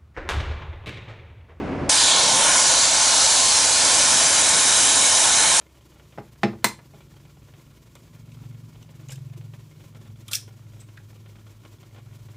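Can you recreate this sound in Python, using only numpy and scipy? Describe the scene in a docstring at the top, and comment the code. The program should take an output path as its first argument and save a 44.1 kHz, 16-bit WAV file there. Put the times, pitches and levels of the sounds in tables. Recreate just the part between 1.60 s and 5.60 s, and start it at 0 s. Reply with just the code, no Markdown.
"""A high-pressure lance on a steel ship deck, outdoors. First, machinery drones and hums alone.
At 0.3 s the valve opens: the jet hisses at once and roars where it strikes the plate,
and an automatic gain control ducks the drone as soon as the blast starts.
From then on a bright band shifts through the gritty hiss as the nozzle is moved,
while the hollow roar swells and eases. The jet is still running at the end."""
import sys
import numpy as np
from scipy import signal
from scipy.fft import rfft, irfft
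from scipy.io import wavfile
from scipy.ndimage import uniform_filter1d

SR = 44100
rng = np.random.default_rng(int(sys.argv[2]) if len(sys.argv) > 2 else 0)


def materialize(psi):
    """Save the field psi as 16-bit PCM at rate SR to the path in sys.argv[1].

    A 1-D psi becomes a single channel; in a 2-D psi each row is a channel.
    """
    bounded = np.clip(np.atleast_2d(psi).T, -1, 1)
    quanta = np.round(bounded * 32767).astype(np.int16)
    wavfile.write(sys.argv[1], SR, quanta)


N = 176400
FRAME, HOP = 1024, 256  # samples
T = np.arange(N) / SR
HZ = np.fft.rfftfreq(FRAME, 1 / SR)
FRAME_S = np.arange(N // HOP + 5) * HOP / SR

# Tone of the jet's hiss: frequency_hz, relative_db
HISS_TONE = [(30, -45), (200, -35.5), (1200, -12), (1950, -14.5), (2750, -9.5), (3400, -6), (4600, -5),
             (5300, -3), (6300, -1.5), (7250, -0.5), (7900, -3), (8800, -3.5), (10000, -4.5), (11200, -10)]
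# Narrow colours in the hiss: centre_hz, half_width_hz, gain_db
HISS_PEAKS = [(4800, 68, 2), (5650, 64, 1.5), (6320, 120, 2.2), (7170, 100, 1.5), (7000, 160, -1),
              (8870, 50, 1.8)]
# Fader and treble moves on the hiss: time_s, relative_db, treble_db
HISS_MOVES = [(.3, -5, 3.5), (.52, 1, -3), (.7, -0.5, -1.5), (.8, -0.5, 1), (1, 1.5, 0), (1.18, 2.3, -3.5),
              (1.65, .8, -1.2), (2.3, 1.5, -1.5), (3, -0.2, 0.6), (3.72, 1.5, 0), (3.87, -0.5, 2),
              (4, 2, 0.5)]
# Bright band between nozzle and plate: time_s, centre_hz, half_width_hz, gain_db
BRIGHT_SWEEP = [(.3, 4500, 900, 4.5), (.42, 3780, 766, 8), (.54, 3480, 630, 9.5), (.68, 3980, 500, 6),
                (.8, 3400, 450, 3.5), (1, 4020, 400, 1), (1.18, 4180, 270, 5.5), (1.4, 4180, 300, 3),
                (1.65, 4220, 300, 5.5), (2.3, 4060, 170, 2), (2.85, 3860, 150, 5), (3.35, 3800, 160, 5.5),
                (3.64, 3850, 160, 2.5), (3.85, 4070, 200, 10), (4, 4080, 200, 0)]
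# Band just above it, by turns a dip and a lift: time_s, centre_hz, half_width_hz, gain_db
UPPER_SWEEP = [(.3, 5900, 300, 1.5), (.5, 5600, 350, -1.5), (.7, 5260, 300, 3), (.87, 4660, 170, -6.5),
               (1.05, 4700, 170, 2), (1.15, 5300, 250, -4.5), (1.5, 5200, 200, 0.5), (2.6, 4500, 200, 0),
               (3.2, 4500, 200, -2), (3.9, 4800, 220, -5)]
# Tone of the jet's roar on the plate: frequency_hz, relative_db
ROAR_TONE = [(20, -45), (45, -17), (170, -13), (400, -13), (620, -4.5), (900, -1), (1100, -6), (1210, -14),
             (1500, -7.5), (1980, -12), (2300, -8.5), (2750, -14), (5000, -22.5), (11200, -44)]
# Resonances that colour the roar: centre_hz, half_width_hz, gain_db
PLATE_RESONANCES = [(304, 24, 7.5), (546, 21.5, 9), (650, 11, 4.5), (872, 77, 3.5), (1056, 29.6, 10.5),
                    (1273, 25, 12), (1465, 39, 9.5), (1739, 116, 7), (2172, 78, 7), (2416, 26, 9.5),
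                    (2650, 20, -1), (3057, 118, 12.5)]
# Fader and tone moves on the roar: time_s, level_db, upper_db, bass_db
ROAR_MOVES = [(.3, -15.5, 1, -10), (.45, -14, 3, 1), (.57, -8, -3, 1.5), (.72, -8.5, -3, 2), (.9, -8, 2, 1),
              (1.15, -10, -2, -2), (1.4, -12.5, 0.5, -10), (1.85, -13.5, -1, -8), (2.15, -11, 0.5, -1.5),
              (2.55, -11.5, 2, 3.5), (3.2, -12.5, 2, -1), (3.6, -12, .5, 0.5), (3.87, -12, 6, 1),
              (4, -12, 0, -7)]
# Tone of the machinery's rumble: frequency_hz, relative_db
DRONE_TONE = [(20, -40), (42, -1), (70, -0.5), (240, 1.5), (400, -1.5), (520, -2.5), (620, -4.5),
              (1000, -11.5), (1250, -13.5), (1500, -16.5), (2600, -21.5), (3200, -29), (6000, -39.5),
              (11000, -55)]
# Machinery hum: pitch_hz, level_db, waver_hz
HUM_TONES = [(73.6, -44, 3), (93, -40, 2), (147.5, -43.5, 4), (284, -36, 9.3), (415, -48, 7.7)]
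# Stereo image of the noise layers: frequency_hz, left_right_correlation
STEREO_LIKENESS = [(30, 0.97), (125, 0.99), (250, 0.94), (560, 0.88), (1000, 0.91), (2000, 0.79),
                   (4000, 0.94), (11000, 0.95)]

OPEN_S, OPEN_RISE_S = 0.2916, 0.0091
HISS_DB, DRONE_DB = -2.5, -28
FLUTTER_DB, HISS_CHURN_DB, ROAR_CHURN_DB, HUM_THROB_DB = 0.094, 1.5, 1.24, 2.5  # rms depths
GRIT_PER_S, GRIT_SPREAD_DB, GRIT_SHARE = 4000, 2.5, 0.18  # grains striking the steel
ECHO_S, ECHO_DB, PAN_RIGHT_DB = .00445, -18, .65
DUCK_ABOVE_DB, DUCK_SLOPE, SENSE_S, RECOVER_DB_PER_S = -14.5, 0.91, 0.0016, 6


def jet():
    """The valve lets hiss and roar through; both flutter and reflect once off nearby steel."""
    valve = np.clip((T - OPEN_S) / OPEN_RISE_S, 0, 1)
    flutter = amp(FLUTTER_DB * wander(slow_hz=15, fast_hz=150))
    direct = valve * flutter * (spray_hiss() + plate_roar())
    echo = np.array([np.interp(T - ECHO_S, T, channel) for channel in direct])
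    pan = amp([[-PAN_RIGHT_DB / 2], [PAN_RIGHT_DB / 2]])
    return (direct + amp(ECHO_DB) * echo) * pan


def spray_hiss():
    """Gritty spray, with two sweeping bands that follow the nozzle."""
    level_db, treble_db = curves(HISS_MOVES, FRAME_S[:, None])
    tone_db = colour(HISS_TONE) + peaks(HISS_PEAKS) + sweep(BRIGHT_SWEEP) + sweep(UPPER_SWEEP)
    tilt_db = treble_db * shelf(hz=7900, edge_hz=740)
    churn_db = HISS_CHURN_DB * churn(frames=14, bins=4)
    return amp(HISS_DB) * rush(tone_db + level_db + tilt_db + churn_db, GRIT_SHARE)


def plate_roar():
    """The hollow, resonant rush of the jet spreading over the plate."""
    _, upper_db, bass_db = curves(ROAR_MOVES, FRAME_S[:, None])
    tilt_db = upper_db * shelf(hz=1190, edge_hz=150) + bass_db * (1 - shelf(hz=400, edge_hz=80))
    tone_db = colour(ROAR_TONE) + peaks(PLATE_RESONANCES)
    churn_db = ROAR_CHURN_DB * churn(frames=12, bins=5)
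    fader = amp(curves(ROAR_MOVES, T)[0])
    return fader * rush(tone_db + tilt_db + churn_db)


def grit(shape):
    """Grains striking steel: random clicks of uneven strength, rms 1."""
    clicks = (rng.random(shape) < GRIT_PER_S / SR) * rng.choice([-1, 1], shape)
    strength_db = GRIT_SPREAD_DB * np.minimum(rng.exponential(1, shape), 4)
    return unit(clicks * amp(strength_db))


def machinery():
    """The background bed: a steady rumble with a few wavering, throbbing tones."""
    hum = np.zeros(N)
    for pitch_hz, level_db, waver_hz in HUM_TONES:
        throb = amp(HUM_THROB_DB * wander(slow_hz=4, fast_hz=17))
        hz = pitch_hz + waver_hz * wander(slow_hz=3.06, fast_hz=25.4)
        hum += amp(level_db) * unit(throb * np.sin(2 * np.pi * np.cumsum(hz) / SR))
    return hum + amp(DRONE_DB) * rush(colour(DRONE_TONE))


def rush(eq_db, grit_share=0):
    """Stereo noise and optional grit through a still or moving EQ, scaled to rms 1."""
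    shape = (2, (len(FRAME_S) - 1) * HOP)
    grains = np.sqrt(grit_share) * grit(shape)
    noise = np.sqrt(1 - grit_share) * rng.standard_normal(shape)
    _, _, spectra = signal.stft(noise + grains, nperseg=FRAME, noverlap=FRAME - HOP)
    mid, side = spectra.transpose(0, 2, 1)
    likeness = colour(STEREO_LIKENESS)
    mid, side = mid * np.sqrt(1 + likeness), side * np.sqrt(1 - likeness)
    shaped = np.array([mid + side, mid - side]) * amp(eq_db)
    _, stereo = signal.istft(shaped.transpose(0, 2, 1), nperseg=FRAME, noverlap=FRAME - HOP)
    return unit(stereo[:, :N])


def churn(frames, bins):
    """Turbulence: random patches in time and frequency, rms 1."""
    noise = rng.standard_normal((len(FRAME_S), len(HZ)))
    return unit(uniform_filter1d(uniform_filter1d(noise, frames, axis=0), bins, axis=1))


def wander(slow_hz, fast_hz):
    """Random drift of rms 1, strongest at its slow end."""
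    hz = np.fft.rfftfreq(N, 1 / SR)
    weight = hz / (hz + slow_hz) ** 1.5 / (1 + (hz / fast_hz) ** 4)
    return unit(irfft(rfft(rng.standard_normal(N)) * weight, N))


def sweep(rows):
    """The boost or cut in dB of one moving EQ bell."""
    hz, width_hz, db = curves(rows, FRAME_S[:, None])
    return db * bell(hz, width_hz)


def peaks(rows):
    """The summed gain in dB of stationary EQ bells."""
    return sum(db * bell(hz, width_hz) for hz, width_hz, db in rows)


def bell(hz, width_hz):
    """An EQ bell of height 1."""
    return np.exp(-.5 * ((HZ - hz) / width_hz) ** 2)


def shelf(hz, edge_hz):
    """A high shelf rising smoothly from 0 to 1."""
    return .5 + .5 * np.tanh((HZ - hz) / edge_hz)


def colour(points):
    """Reads a spectrum table at every frequency bin."""
    hz, value = np.transpose(points)
    return np.interp(np.log(HZ + 1), np.log(hz + 1), value)


def curves(rows, t):
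    """Reads each automation lane of a table at the times t."""
    time_s, *lanes = np.transpose(rows)
    return [np.interp(t, time_s, lane) for lane in lanes]


def amp(db):
    """Decibels to gain."""
    return 10 ** (np.asarray(db) / 20)


def unit(x):
    """Scales to rms 1."""
    return x / np.sqrt(np.mean(x ** 2) + 1e-20)


def scene():
    """The jet over the machinery."""
    return jet() + machinery()


def record(dry):
    """A 30 Hz low cut, gain control that ducks in milliseconds and recovers slowly, an 11 kHz high cut."""
    dry = signal.sosfilt(signal.butter(3, 30, "high", fs=SR, output="sos"), dry)
    pole = np.exp(-1 / (SENSE_S * SR))
    power = signal.lfilter([1 - pole], [1, -pole], (dry ** 2).mean(0))
    release_db = RECOVER_DB_PER_S * T
    held_db = np.maximum.accumulate(10 * np.log10(power + 1e-12) + release_db) - release_db
    ducked = dry * amp(-DUCK_SLOPE * np.maximum(held_db - DUCK_ABOVE_DB, 0))
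    high_cut = signal.firwin(1023, 11090, window=("kaiser", 9), fs=SR)
    return signal.oaconvolve(ducked, high_cut[None], "same", axes=1)


dry = scene()
out = record(dry)
materialize(out)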